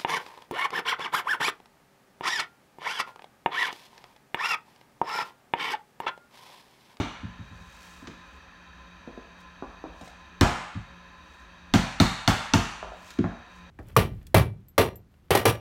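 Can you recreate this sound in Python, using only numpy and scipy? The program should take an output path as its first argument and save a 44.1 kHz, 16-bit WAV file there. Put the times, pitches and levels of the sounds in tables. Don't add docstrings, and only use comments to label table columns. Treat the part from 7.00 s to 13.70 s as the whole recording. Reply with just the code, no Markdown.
import sys
import numpy as np
from scipy import signal
from scipy.fft import rfft, irfft, next_fast_len
from scipy.io import wavfile
from scipy.ndimage import uniform_filter1d, minimum_filter1d

SR = 44100
rng = np.random.default_rng(int(sys.argv[2]) if len(sys.argv) > 2 else 0)


def bounce(signal):
    frames = np.transpose(np.atleast_2d(signal))
    limited = np.clip(frames, -1, 1)
    pcm = np.round(limited * 32767).astype(np.int16)
    wavfile.write(sys.argv[1], SR, pcm)


N = 295514
T = np.arange(SR) / SR


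# t/s, thud level/dB,
# thud top f/Hz, clack level/dB, clack top f/Hz, ring level/dB, favoured ring f/Hz,
# snap level/dB, snap top f/Hz
BLOWS = [(-.010, -14, 900, -31, 2480, -19, 2470, -26, 3000),
         (3.4104, -1.5, 176, -16, 1360, -21.5, 875, -12.5, 14700),
         (4.7383, 0.5, 1180, -23, 7400, -20, 3740, -12.5, 8000),
         (5.0005, 0.5, 1200, -22.5, 9300, -15.5, 4360, -12, 9000),
         (5.2770, -5, 900, -21, 9300, -15, 4600, -20, 8000),
         (5.5365, -1, 1200, -23.5, 8000, -16.5, 6430, -13, 9000)]
def blows(wet_db=-2.5, wall_paths=3):
    out = np.zeros(N)
    for s, thud_db, thud_hz, clack_db, clack_hz, ring_db, ring_hz, snap_db, snap_hz in BLOWS:
        direct, *outward = [clap(clack_db, clack_hz, snap_db, snap_hz) for _ in range(wall_paths + 1)]
        reflected = sum(map(walls, outward)) / np.sqrt(wall_paths)
        add(out, s, direct + amp(wet_db) * reflected)
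        add(out, s, in_room(amp(ring_db) * plank_ring(ring_hz), wet_db=-11))
        boom = amp(thud_db) * floor_thud(low_hz=20, top_hz=thud_hz)
        add(out, s + 0.00061, in_room(boom, wet_db=-12.5))
    return out


# f/Hz, level/dB per Hz
SNAP_SPECTRUM = [(500, -4.5), (1500, 4.5), (4500, -3), (7000, -3.5), (10000, -16.5), (16000, -16.5)]
CLACK_SPECTRUM = [(150, 6.5), (400, -7.5), (560, -4.5), (760, 2), (1000, -0.5), (1400, -2.5), (2000, -7),
                  (3000, -10.5), (5000, -15), (7000, -15), (10000, -25), (16000, -22)]
def clap(clack_db, clack_hz, snap_db, snap_hz):
    snap = cut(noise(SNAP_SPECTRUM, SR) * fade(0.011), snap_hz, "low", order=1)
    clack = noise(CLACK_SPECTRUM, SR) * fade(0.18) * (1 - fade(0.0043))
    clack = cut(clack, clack_hz, "low", order=1)
    return amp(snap_db) * snap + amp(clack_db + 5) * clack


# f/Hz, level/dB, t60/s
PLANK_MODES = [(727, -9.5, 0.037), (900, -15, 0.12), (880, -68, 0.066), (1330, -10, 0.063),
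               (1405, 0.5, 0.029), (2263, 7, 0.0054), (2832, 1, 0.012), (3622, 6, 0.0088),
               (4294, 4, 0.0085), (5360, -14.5, 0.025), (5950, 1.5, 0.0083)]
def plank_ring(favoured_hz, favour_db=7, favour_octaves=0.31):
    hz, db, t60 = np.transpose(PLANK_MODES)[:, :, None]
    db = db + 1.5 * rng.standard_normal(hz.shape)
    db = db + favour_db * np.exp(-(np.log2(hz / favoured_hz) / favour_octaves) ** 2)
    hz = hz * (1 + .01 * rng.standard_normal(hz.shape))
    sign = rng.choice([-1, 1], hz.shape)
    return modes(hz, sign * amp(db), t60, build_cycles=0.45)


# f/Hz, level/dB, t60/s
FLOOR_MODES = [(41, -24.1, .09), (48.7, -26.9, .45), (55.5, -28.8, .35), (82.1, -2.8, .13), (81, -2, .13),
               (103.8, -4.9, .12), (110.4, -5.8, .09), (131.6, -25.9, .45), (161.3, -16.8, .14),
               (180.9, -17, .25), (205.5, -15.6, .18), (233, -22.5, .38), (245.2, -36.9, .37),
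               (270, -8.9, .08), (313, -9.8, .09), (316.6, -11.5, .08), (360, -24.5, .2), (437, -36.5, .32),
               (493.5, -36, .15), (665, -26, .14)]
def floor_thud(low_hz, top_hz):
    hz, db, t60 = np.transpose(FLOOR_MODES)[:, :, None]
    sign = (-1) ** np.arange(len(hz))[:, None]
    boom = modes(hz, sign * amp(db), t60, build_cycles=0.065)
    return cut(cut(boom, low_hz, "high", order=1), top_hz, "low", order=2)


# t/s, level/dB, hollow f/Hz, top f/Hz
AIR_POPS = [(-.006, -21.5, 308, 397), (3.411, -11, 340, 414), (6.19, -18.5, 337, 423)]
def pops():
    out = np.zeros(N)
    for s, db, hollow_hz, top_hz in AIR_POPS:
        add(out, s, knock(db, hollow_hz, top_hz, wet_db=-8.5))
    return out


# t/s, level/dB, low edge f/Hz, top f/Hz
SOFT_BUMPS = [(1.024, -20, 730, 500), (1.075, -12, 1100, 454), (3.012, -27.5, 250, 400),
              (3.752, -13, 16, 151), (6.1878, -2, 215, 380), (6.238, -9, 92, 400)]
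def bumps():
    out = np.zeros(N)
    for s, db, low_hz, top_hz in SOFT_BUMPS:
        add(out, s, bump(db, top_hz, low_hz))
    return out


def bump(db, top_hz, low_hz=15):
    return in_room(amp(db) * floor_thud(low_hz, top_hz), wet_db=-13)


def rocking(start_s=.231, first_gap_s=.158, gap_shrink=.76):
    out, s = np.zeros(N), start_s
    for touch in range(5):
        add(out, s, bump(db=-16.5 - 2 * touch, top_hz=185 * 0.71 ** touch))
        s += first_gap_s * gap_shrink ** touch
    return out


# t/s, level/dB, hollow f/Hz
LIGHT_KNOCKS = [(1.083, -36.5, 304), (1.346, -50.5, 474), (2.075, -30, 261), (2.176, -30, 258),
                (2.624, -23, 264), (2.840, -25, 315), (3.011, -35.5, 750), (3.074, -38.5, 770),
                (5.828, -21.5, 660), (5.919, -32, 635), (6.242, -19.5, 695)]
def knocks(reference_hz=620, reference_db=-30, db_per_octave=7.5, sag_top_hz=54.6):
    out = np.zeros(N)
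    for s, db, hollow_hz in LIGHT_KNOCKS:
        contact_hz = reference_hz * 2 ** ((db - reference_db) / db_per_octave)
        top_hz = np.hypot(contact_hz, hollow_hz)
        add(out, s, knock(db, hollow_hz, top_hz, wet_db=-3.5))
        sag = bump(db + 11, sag_top_hz)
        add(out, s, cut(sag, sag_top_hz, "low", order=4))
    return out


def knock(db, hollow_hz, top_hz, wet_db, rattle_db=-24, hollow_db=7):
    force = amp(rattle_db) * rng.standard_normal(SR) * fade(.1) * (1 - fade(.04))
    force[0] += 1
    add(force, 0.018, amp([-8]))
    hollow = signal.lfilter(*signal.iirpeak(hollow_hz, Q=4, fs=SR), force)
    sound = cut(force + amp(hollow_db) * hollow, 0.58 * hollow_hz, "high", order=3)
    sound = cut(sound, top_hz, "low", order=6)
    return in_room(amp(db) * sound / np.abs(sound).max(), wet_db)


# fastest moment t/s, level/dB, length/s
PUSHES = [(0.89, -55, 0.68), (1.357, -69, 0.23), (2.41, -62, 0.063), (3.057, -57, 0.18),
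          (4.362, -67.5, 0.38), (6.088, -54.5, 0.26), (6.567, -64.5, 0.21)]
# f/Hz, level/dB per Hz
SCRAPE_SPECTRUM = [(500, -30), (2000, 2.5), (4000, -2), (7000, -2), (10000, -12.5), (16000, -15.5)]
def joint_scrape(swell_db=16, speed_up_share=0.6, grit_db=1.9):
    t, speed = np.arange(N) / SR, np.zeros(N)
    for s, db, length in PUSHES:
        from_peak = np.maximum((s - t) / speed_up_share, (t - s) / (1 - speed_up_share)) / length
        speed += amp(db - swell_db * from_peak)
    grit = unit(uniform_filter1d(rng.standard_normal(N), size=200))
    return speed * amp(grit_db * grit) * noise(SCRAPE_SPECTRUM, N)


# t/s, level/dB, top f/Hz
TICKS = [(1.072, -38.5, 5500), (3.011, -46, 12000), (3.077, -47, 12000), (6.105, -40, 14000),
         (6.1878, -34, 3460)]
def ticks():
    out = np.zeros(N)
    for s, db, top_hz in TICKS:
        tick = cut(noise(SNAP_SPECTRUM, SR) * fade(t60=.05), top_hz, "low", order=2)
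        add(out, s, in_room(amp(db) * tick, wet_db=-3.5))
    return out


# f/Hz, t60/s
ROOM_DECAY = [(100, 0.37), (400, 0.43), (1000, 0.84), (2500, 1), (5000, 0.7), (9000, 0.72), (16000, 0.22)]
def walls(x, build_s=0.00068):
    hz, t, spectra = signal.stft(rng.standard_normal(SR), SR, nperseg=256)
    decay = np.exp(-np.log(1000) * t / along(ROOM_DECAY, hz)[:, None])
    tail = signal.istft(spectra * decay, SR, nperseg=256)[1][:SR]
    tail *= 1 - np.exp(-(T / build_s) ** 2)
    return signal.fftconvolve(x, tail / np.linalg.norm(tail))[:SR]


def in_room(x, wet_db):
    return x + amp(wet_db) * walls(x)


# f/Hz, width/Hz, level/dB
CASING_RESONANCES = [(64, 15.8, 1.5), (177.1, 2.97, 8), (550, 13, -11), (1026, 11.6, 0.5), (1312, 91, -13),
                     (1708, 162, -9.5), (2504, 148, -12.5), (3174, 38, -18), (3800, 57, -12.5),
                     (4570, 130, -22.5), (6060, 375, -27)]
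# f/Hz, level/dB per Hz
AIR_SPECTRUM = [(25, -34), (55, 4), (100, -7.5), (250, -0.5), (400, -7), (700, -6), (950, -1), (1500, -7.5),
                (2100, -13.5), (4000, -13.5), (5300, -26), (7000, -28.5), (9000, -34.5), (16000, -41)]
def fan(casing_db=-51.5, air_db=-56):
    def casing(f):
        peaks = (amp(db) / (1 + ((f - hz) / width) ** 2) for hz, width, db in CASING_RESONANCES)
        return np.sqrt(sum(peak ** 2 for peak in peaks))
    hum = unit(filtered(rng.standard_normal(N), casing))
    return amp(casing_db) * hum + amp(air_db) * noise(AIR_SPECTRUM, N)


def amp(db):
    return 10 ** (np.asarray(db) / 20)


def unit(x):
    return x / np.sqrt(np.mean(x ** 2) + 1e-20)


def fade(t60):
    return np.exp(-np.log(1000) * T / t60)


def modes(hz, gain, t60, build_cycles):
    swing = np.sin(2 * np.pi * hz * T) * (1 - np.exp(-T * hz / build_cycles))
    return np.sum(gain * fade(t60) * swing, axis=0)


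def along(points, hz):
    f, values = np.transpose(points)
    return np.interp(np.log(hz + 1), np.log(f + 1), values)


def filtered(x, response):
    size = next_fast_len(len(x) + SR // 4)
    hz = np.fft.rfftfreq(size, 1 / SR)
    return irfft(rfft(x, size) * response(hz), size)[:len(x)]


def noise(spectrum, size):
    return unit(filtered(rng.standard_normal(size), lambda hz: amp(along(spectrum, hz))))


def cut(x, hz, kind, order):
    return signal.sosfilt(signal.butter(order, min(hz, SR / 2 - 1), kind, fs=SR, output="sos"), x)


def add(track, s, sound):
    start = round(s * SR)
    sound = sound[max(-start, 0):]
    part = track[max(start, 0):][:len(sound)]
    part += sound[:len(part)]


def scene():
    return (blows() + pops() + rocking() + bumps() + knocks() + joint_scrape() + ticks() + fan())[None]


def record(dry, ceiling=.5, rumble_hz=30, top_hz=15900):
    needed_gain = ceiling / np.maximum(np.abs(dry[0]), ceiling)
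    gain = uniform_filter1d(minimum_filter1d(needed_gain, size=45), size=45)
    passband = lambda hz: (hz < top_hz) / np.hypot(1, (rumble_hz / (hz + 1)) ** 4)
    return filtered(dry[0] * gain, passband)[None]


dry = scene()
out = record(dry)
bounce(out)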